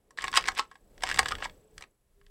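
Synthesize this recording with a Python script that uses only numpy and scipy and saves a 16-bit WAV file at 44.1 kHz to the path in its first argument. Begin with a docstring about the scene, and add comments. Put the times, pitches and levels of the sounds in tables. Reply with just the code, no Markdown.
"""In a quiet, dry room, over hiss and a pulsing electrical chirp, hands rumble and rustle on a small
plastic puzzle cube, close by. In a first quick burst of twists, loose pieces click, layers grind past
each other, and each turn ends in a snap that rings the hollow body. From about 1 s a second burst
follows, with soft bumps of the hand, while a faint wavering hum swells. A few last nudges end it."""
import sys
import numpy as np
from scipy import signal
from scipy.fft import rfft, irfft, next_fast_len
from scipy.io import wavfile

SR = 44100
rng = np.random.default_rng(int(sys.argv[2]) if len(sys.argv) > 2 else 0)


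def dump_mix(stems):
    """Bounce the given channels to the path in sys.argv[1] as a 16-bit WAV at rate SR."""
    frames = np.atleast_2d(stems).T  # one column per channel
    limited = np.clip(frames, -1, 1)  # hard clip at full scale
    pcm = np.round(limited * 32767).astype(np.int16)
    wavfile.write(sys.argv[1], SR, pcm)


N = 101429

# Envelope of the electrical chirp: t/s, level/dB
CHIRP_ENVELOPE = [(0, -82), (.3, -65.5), (.8, -69), (1.55, -63.5), (1.93, -73), (2.0, -84), (2.3, -78)]
# Spectra of the hiss and of the hands' rumble and rustle: f/Hz, relative level/dB
HISS_SPECTRUM = [(30, 13.5), (400, 3), (1000, -0.5), (5000, -11.5), (8000, -8), (12000, -7), (16000, -17)]
RUMBLE_SPECTRUM = [(12, -17), (28, 3), (60, -8.5), (100, -14.5), (180, -18.5), (400, -43)]
RUSTLE_SPECTRUM = [(80, -7.5), (160, -2), (300, -2.5), (450, 1), (650, -5), (1000, -15.5), (3000, -31),
                   (12000, -37.5)]
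# Envelopes of the handling noise: t/s, relative rumble level/dB, relative rustle level/dB
HAND_ENVELOPES = [(0, -73, -73.5), (.16, -69, -67), (.25, -50.5, -56), (.48, -51.5, -52),
                  (.72, -66.5, -71.5), (.95, -58, -63), (1.15, -45.5, -48.5), (1.35, -49.5, -49.5),
                  (1.53, -54.5, -59.5), (1.68, -65.5, -68), (1.78, -53.5, -63.5), (1.86, -65.5, -66),
                  (1.98, -75, -87.5), (2.15, -65.5, -78), (2.3, -63, -76.5)]
# Spectrum of a bare contact: f/Hz, gain/dB
CONTACT_SPECTRUM = [(100, -25.5), (380, -23), (640, -16), (850, 6.5), (1800, -5.5), (3000, -1.5),
                    (5000, -10.5), (6400, -11.5), (7900, -7), (9500, -18), (12000, -32), (15500, -50)]
# Normal modes of the plastic shell: f/Hz, bandwidth/Hz, relative gain/dB
SHELL_MODES = [(502, 9.7, -5.5), (798, 47, 8), (1089, 38, 9), (1253, 29, 0), (1372, 22, -6),
               (1677, 90, 6.5), (1883, 150, 5.5), (2167, 98, -0.5), (2686, 250, -11), (3280, 38, -2.5),
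               (3380, 59, -9), (4520, 100, -4.5), (4910, 99, -6), (7420, 410, -6), (8000, 120, -10)]
# Impacts of loose pieces: t/s, relative mid-band level/dB, body re mid/dB, treble re mid/dB
CLICKS = [(0.1065, -63.5, 9, 6), (0.1736, -44.5, -6.5, -10), (0.187, -35.5, -13, -19),
          (0.2093, -38.5, -6.5, -24), (0.2208, -43.5, -14.5, 2.5), (0.225, -38.5, -6.5, -11),
          (0.2405, -29.5, -4, -8), (0.2501, -38, -6, -20), (0.2719, -39, -9.5, -16),
          (0.2797, -30.5, -2.5, -11.5), (0.3155, -52.5, -4.5, 7.5), (0.3281, -33.5, -7, -19),
          (0.3391, -29.5, -13.5, -17), (0.348, -36, -10.5, -2.5), (0.3568, -27, -11.5, -5.5),
          (0.3605, -34.5, -15.5, -3.5), (0.3655, -22, -21, -8), (0.37, -21.5, -8, -3.5),
          (0.3814, -26.5, -3.5, -20), (0.4091, -37, -23.5, -10), (0.4213, -45, -8, -17.5),
          (0.4247, -42, -31.5, -7), (0.4402, -34, -20, -20), (0.4554, -35.5, -11, -18.5),
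          (0.462, -40, -12, -7.5), (0.4738, -31, -17, -12), (0.4798, -31, -5, -6.5), (0.5175, -49.5, 3, -2),
          (0.5494, -51.5, -12, 3), (0.5711, -36.5, -9, -21), (0.5766, -35.5, -2, -5),
          (0.5872, -26.5, -18, -12.5), (0.7131, -55, 9, -6), (0.7544, -53.5, 1, -12.5),
          (0.9785, -54, -7.5, -6.5), (1.0068, -53, -7.5, -9), (1.022, -40, -6, -7), (1.034, -31.5, -4, -7),
          (1.054, -43, -6, -17), (1.0667, -39, -7.5, -7.5), (1.0722, -34, -11, -10),
          (1.0821, -38.5, -3.5, -13), (1.0891, -31.5, -5, -7.5), (1.098, -31.5, -4, -9),
          (1.1029, -33.5, -12, -12), (1.1131, -24.5, -14, -14), (1.1239, -32, -15, -15.5),
          (1.1427, -33, -10.5, -3), (1.1595, -36.5, -10, -7), (1.1739, -31.5, -5.5, -13),
          (1.1863, -26.5, -3.5, -9), (1.229, -38, 3.5, -6.5), (1.2577, -27, -5.5, -13),
          (1.2837, -34, -7, -4), (1.2871, -37, -16, 1.5), (1.3073, -38, 2, -15), (1.3131, -37, -1, -5),
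          (1.3205, -29.5, -10, -13.5), (1.3519, -35, -20, -13), (1.3828, -47, 0, -8), (1.4025, -48, 2, -14),
          (1.4233, -33.5, 2.5, -28), (1.442, -35.5, -13, -9.5), (1.4505, -36, -3, -9.5),
          (1.4565, -36.5, -3.5, -14.5), (1.4961, -49, -27.5, -13.5), (1.7795, -43.5, -16, -3),
          (1.8083, -53, 3.5, 1), (1.823, -45, -7, -4.5), (1.838, -51, -5.5, -13), (2.2126, -63.5, -4, -19),
          (2.2644, -60, -13, -10)]
# Reverberation by octave band: f/Hz, T60/s, gain/dB
ROOM_BANDS = [(250, 0.22, -5), (520, 0.19, -9), (1075, 0.11, -10.5), (1800, 0.15, -18), (3800, 0.12, -14.5),
              (8050, 0.075, -15), (14300, 0.045, -20)]
# Envelope of the sliding friction: t/s, relative level/dB
FRICTION_ENVELOPE = [(0, -87), (.165, -83), (.18, -44), (.27, -44.5), (.31, -61), (.335, -43), (.35, -30.5),
                     (.38, -31), (.43, -56.5), (.46, -40.5), (.54, -57), (.585, -33), (.63, -50.5),
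                     (.68, -76.5), (.73, -60), (.8, -90), (.99, -74.5), (1.03, -46), (1.095, -38),
                     (1.135, -45), (1.165, -41), (1.22, -53.5), (1.275, -40.5), (1.34, -53), (1.375, -60.5),
                     (1.45, -35.5), (1.485, -67.5), (1.53, -75), (1.77, -82.5), (1.825, -53), (1.88, -100),
                     (2.3, -78)]
# Pieces left ringing: t/s, f/Hz, initial level/dB, T60/s
PINGS = [(.1865, 1800, -21, .016), (.2412, 1080, -24.5, .045), (.2405, 1850, -22.5, .02),
         (.339, 1500, -26, 0.051), (.3735, 800, -24, .045), (0.34, 1085, -25, 0.12),
         (.373, 1700, -23.5, 0.032), (.4845, 1700, -17.5, .02), (.486, 1255, -29, 0.067),
         (.594, 830, -27.5, 0.048), (.5935, 1050, -16.5, 0.043), (.596, 1300, -30.5, .11),
         (.594, 3640, -25, .03), (1.036, 770, -26, 0.055), (1.036, 940, -25, 0.043),
         (1.32, 1257, -23.5, 0.051), (1.3195, 1412, -34, 0.089), (1.4565, 920, -28, 0.033),
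         (1.7795, 1750, -39, .014), (1.8235, 2350, -38, .018), (1.838, 2470, -40, .014)]
# Layers snapping home: t/s, relative mid-band level/dB, body re mid/dB, treble re mid/dB
SNAPS = [(0.373, -17, -4.5, -5), (0.4846, -23.5, -3.5, -9), (0.594, -27.5, -9, -7),
         (1.0359, -27.5, -12.5, -7), (1.1905, -17.5, -2, -3)]
# Course of the hum: t/s, f/Hz, level/dB
HUM_TRACK = [(.8, 430.4, -85.5), (1.0, 435, -75), (1.74, 433.3, -69), (1.98, 400, -90), (2.1, 402, -91.5),
             (2.2, 403.8, -73)]
# Soft bumps of a hand: t/s, envelope peak level/dB
BUMPS = [(1.21, -41), (1.227, -41.5), (1.337, -41), (1.374, -44)]


def from_db(db):
    """Amplitude ratio of a level in decibels."""
    return 10 ** (np.asarray(db) / 20)


def unit_rms(x):
    """Normalisation to unit mean power."""
    return x / np.sqrt(np.mean(x ** 2) + 1e-20)


def curves(rows):
    """Linear interpolation of each column over time."""
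    times, *columns = np.transpose(rows)
    return [np.interp(np.arange(N) / SR, times, column) for column in columns]


def colour(x, spectrum):
    """Minimum-phase filtering: folding the cepstrum onto positive time makes the response causal."""
    size = 2 * next_fast_len(x.shape[-1])
    hz, db = np.transpose(spectrum)
    bin_db = np.interp(np.log(np.fft.rfftfreq(size, 1 / SR) + 1), np.log(hz), db)
    cepstrum = irfft(np.log(from_db(bin_db)))
    cepstrum[1:size // 2] *= 2
    cepstrum[size // 2 + 1:] = 0
    return irfft(rfft(x, size) * np.exp(rfft(cepstrum)))[..., :x.shape[-1]]


def band(x, hz, kind, order=2):
    """Butterworth filtering, maximally flat in the passband."""
    return signal.sosfilt(signal.butter(order, hz, kind, fs=SR, output="sos"), x)


def resonance(x, hz, width_hz):
    """Forced response of a damped oscillator with unit peak gain."""
    r = np.exp(-np.pi * width_hz / SR)
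    feedback = [1, -2 * r * np.cos(2 * np.pi * hz / SR), r * r]
    return signal.lfilter([(1 - r * r) / 2, 0, (r * r - 1) / 2], feedback, x + 1e-18)


def noise(spectrum):
    """Spectral shaping of white noise, at unit rms."""
    return unit_rms(colour(rng.standard_normal(N + 8192), spectrum)[-N:])


def add(out, start_s, sound):
    """Superposition of a delayed sound."""
    i = int(start_s * SR)
    out[i:i + len(sound)] += sound[:max(N - i, 0)]


def electronics(chirp_hz=7830, period_s=.03334, first_s=.0112, sigma_s=.0028, tone_hz=10800):
    """Amplitude modulation: Gaussian pulses of a carrier chirp over a thin steady tone and hiss."""
    t = np.arange(N) / SR
    from_peak_s = (t - first_s + period_s / 2) % period_s - period_s / 2
    pulses = from_db(curves(CHIRP_ENVELOPE)[0]) * np.exp(-.5 * (from_peak_s / sigma_s) ** 2)
    chirps = pulses * np.sin(2 * np.pi * chirp_hz * t)
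    tone = from_db(-88.5) * np.sin(2 * np.pi * tone_hz * t)
    return chirps + tone + from_db(-79.5) * noise(HISS_SPECTRUM)


def hands(gain_db=-1, rustle_top_hz=9000):
    """Modulated noise: rumble and rustle rise and fall as the hands move."""
    rumble_db, rustle_db = curves(HAND_ENVELOPES)
    rumble = from_db(rumble_db + gain_db) * noise(RUMBLE_SPECTRUM)
    rustle = from_db(rustle_db + gain_db) * band(noise(RUSTLE_SPECTRUM), rustle_top_hz, "low")
    return rumble + rustle


def shell(force, ring_db):
    """Modal superposition: a force is heard as bare contact plus the shell's resonances."""
    modes = sum(from_db(db + ring_db) * resonance(force, hz, width) for hz, width, db in SHELL_MODES)
    return colour(force, CONTACT_SPECTRUM) + modes


def knocks(rows, attack_s, chatter_s, ring_db, gain_db, body_edge_hz=1400, treble_edge_hz=5000):
    """Impact excitation: dying chatter drives the shell; full knocks last and ring more than ticks."""
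    starts, mid_db, body_db, treble_db = np.transpose(rows)
    stretch = from_db(.31 * np.clip(body_db, -12, 2))  # scales attack and chatter times
    age = np.arange(SR // 12) / SR / stretch[:, None]
    envelope = (1 - np.exp(-age / attack_s)) ** 2 * (np.exp(-age / chatter_s) + 1e-12)
    force = rng.standard_normal(age.shape) * envelope
    sound = shell(force, ring_db + .22 * np.minimum(body_db, 0)[:, None])
    body = band(sound, body_edge_hz, "low", order=4)
    mid = band(sound, [body_edge_hz, treble_edge_hz], "band", order=4)
    treble = band(sound, treble_edge_hz, "high", order=4)
    balanced = 0
    for part, db in (body, mid_db + body_db), (mid, mid_db), (treble, mid_db + treble_db):
        onset_rms = part[:, :int(.008 * SR)].std(axis=1)  # levels hold for the first 8 ms
        balanced += part * (from_db(db + gain_db) / onset_rms)[:, None]
    out = np.zeros(N)
    for start_s, knock in zip(starts, balanced):
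        add(out, start_s, knock)
    return out


def clicks():
    """Collision: loose pieces knock together and excite the shell."""
    return knocks(CLICKS, attack_s=.00038, chatter_s=.0031, ring_db=1.5, gain_db=-3.5)


def room(x, build_s=.0017):
    """Reverberation: a diffuse field builds and decays exponentially, most slowly in the lows."""
    t = np.arange(SR // 3) / SR
    tail = 0
    for hz, t60, db in ROOM_BANDS:
        octave = band(rng.standard_normal(len(t)), [hz / np.sqrt(2), hz * np.sqrt(2)], "band")
        fade = from_db(-60 * t / t60) * (1 - np.exp(-t / build_s)) ** 2
        tail += from_db(db) * octave * fade / np.sqrt(np.sum(fade ** 2))
    return signal.fftconvolve(x, tail)[:N]


def grinding(catches_per_s=1900, spread_db=4.5, width_hz=870, gain_db=-3):
    """Sliding friction: layers catch at random on tiny edges, each ticking at its own pitch."""
    catches = (rng.random(N) < catches_per_s / SR) * rng.choice([-1, 1], N)
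    force = catches * from_db(spread_db * np.minimum(rng.exponential(1, N), 3))
    pitches_hz = np.geomspace(900, 12000, 24)
    pitch_index = rng.integers(0, len(pitches_hz), N)
    ticks = sum(resonance(force * (pitch_index == k), hz, width_hz) * np.sqrt(hz)
                for k, hz in enumerate(pitches_hz))
    return from_db(curves(FRICTION_ENVELOPE)[0] + gain_db) * unit_rms(shell(ticks, ring_db=-3))


def pings(waver_share=.025, waver_hz=59.5):
    """Damped free vibration: hollow pieces ring on, wavering in pitch as the gaps between them shift."""
    out, t = np.zeros(N), np.arange(SR // 4) / SR
    waver = unit_rms(band(rng.standard_normal((len(PINGS), len(t))), waver_hz, "low"))
    drifts_s = waver_share * np.cumsum(waver, axis=1) / SR
    for (start_s, hz, db, t60), drift_s in zip(PINGS, drifts_s):
        add(out, start_s, from_db(db - 60 * t / t60) * np.sin(2 * np.pi * hz * (t + drift_s)))
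    return out


def snaps(rebound_s=.0039):
    """Inelastic impact: a layer hits home and rebounds once, more softly."""
    hits = knocks(SNAPS, attack_s=.00041, chatter_s=.0022, ring_db=-1, gain_db=-2)
    delayed = np.array(SNAPS) + [rebound_s, 0, 0, 0]
    return hits + knocks(delayed, attack_s=.00056, chatter_s=.0021, ring_db=4, gain_db=-13.5)


def hum(half_width_hz=8.9):
    """Narrow-band noise: slow random modulation makes a faint gliding tone waver."""
    hz, db = curves(HUM_TRACK)
    waver = band(rng.standard_normal(N) + 1j * rng.standard_normal(N), half_width_hz, "low")
    carrier = np.exp(2j * np.pi * np.cumsum(hz) / SR)
    return from_db(db) * unit_rms(np.real(waver * carrier))


def bumps(hz=71, rise_s=.0063):
    """Heavy damping: each soft push of the hand gives one dull, low swing."""
    out, t = np.zeros(N), np.arange(SR // 10) / SR
    swing = t / rise_s * np.exp(1 - t / rise_s) * np.sin(2 * np.pi * hz * t)
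    for start_s, db in BUMPS:
        add(out, start_s, from_db(db) * swing)
    return out


def scene(low_cut_hz=330, air_loss_hz=13000):
    """Superposition of the cube, dulled by air absorption, with its room, the hands and the background."""
    impacts = band(clicks() + snaps() + pings(), low_cut_hz, "high")
    cube = band(impacts + grinding(), air_loss_hz, "low")
    return (cube + room(cube) + hands() + bumps() + hum() + electronics())[None]


def record(dry, cutoff_hz=15900):
    """Soft saturation rounds the highest peaks; a steep low-pass limits the bandwidth."""
    return signal.sosfilt(signal.ellip(10, .2, 70, cutoff_hz, fs=SR, output="sos"), np.tanh(dry))


dry = scene()
out = record(dry)
dump_mix(out)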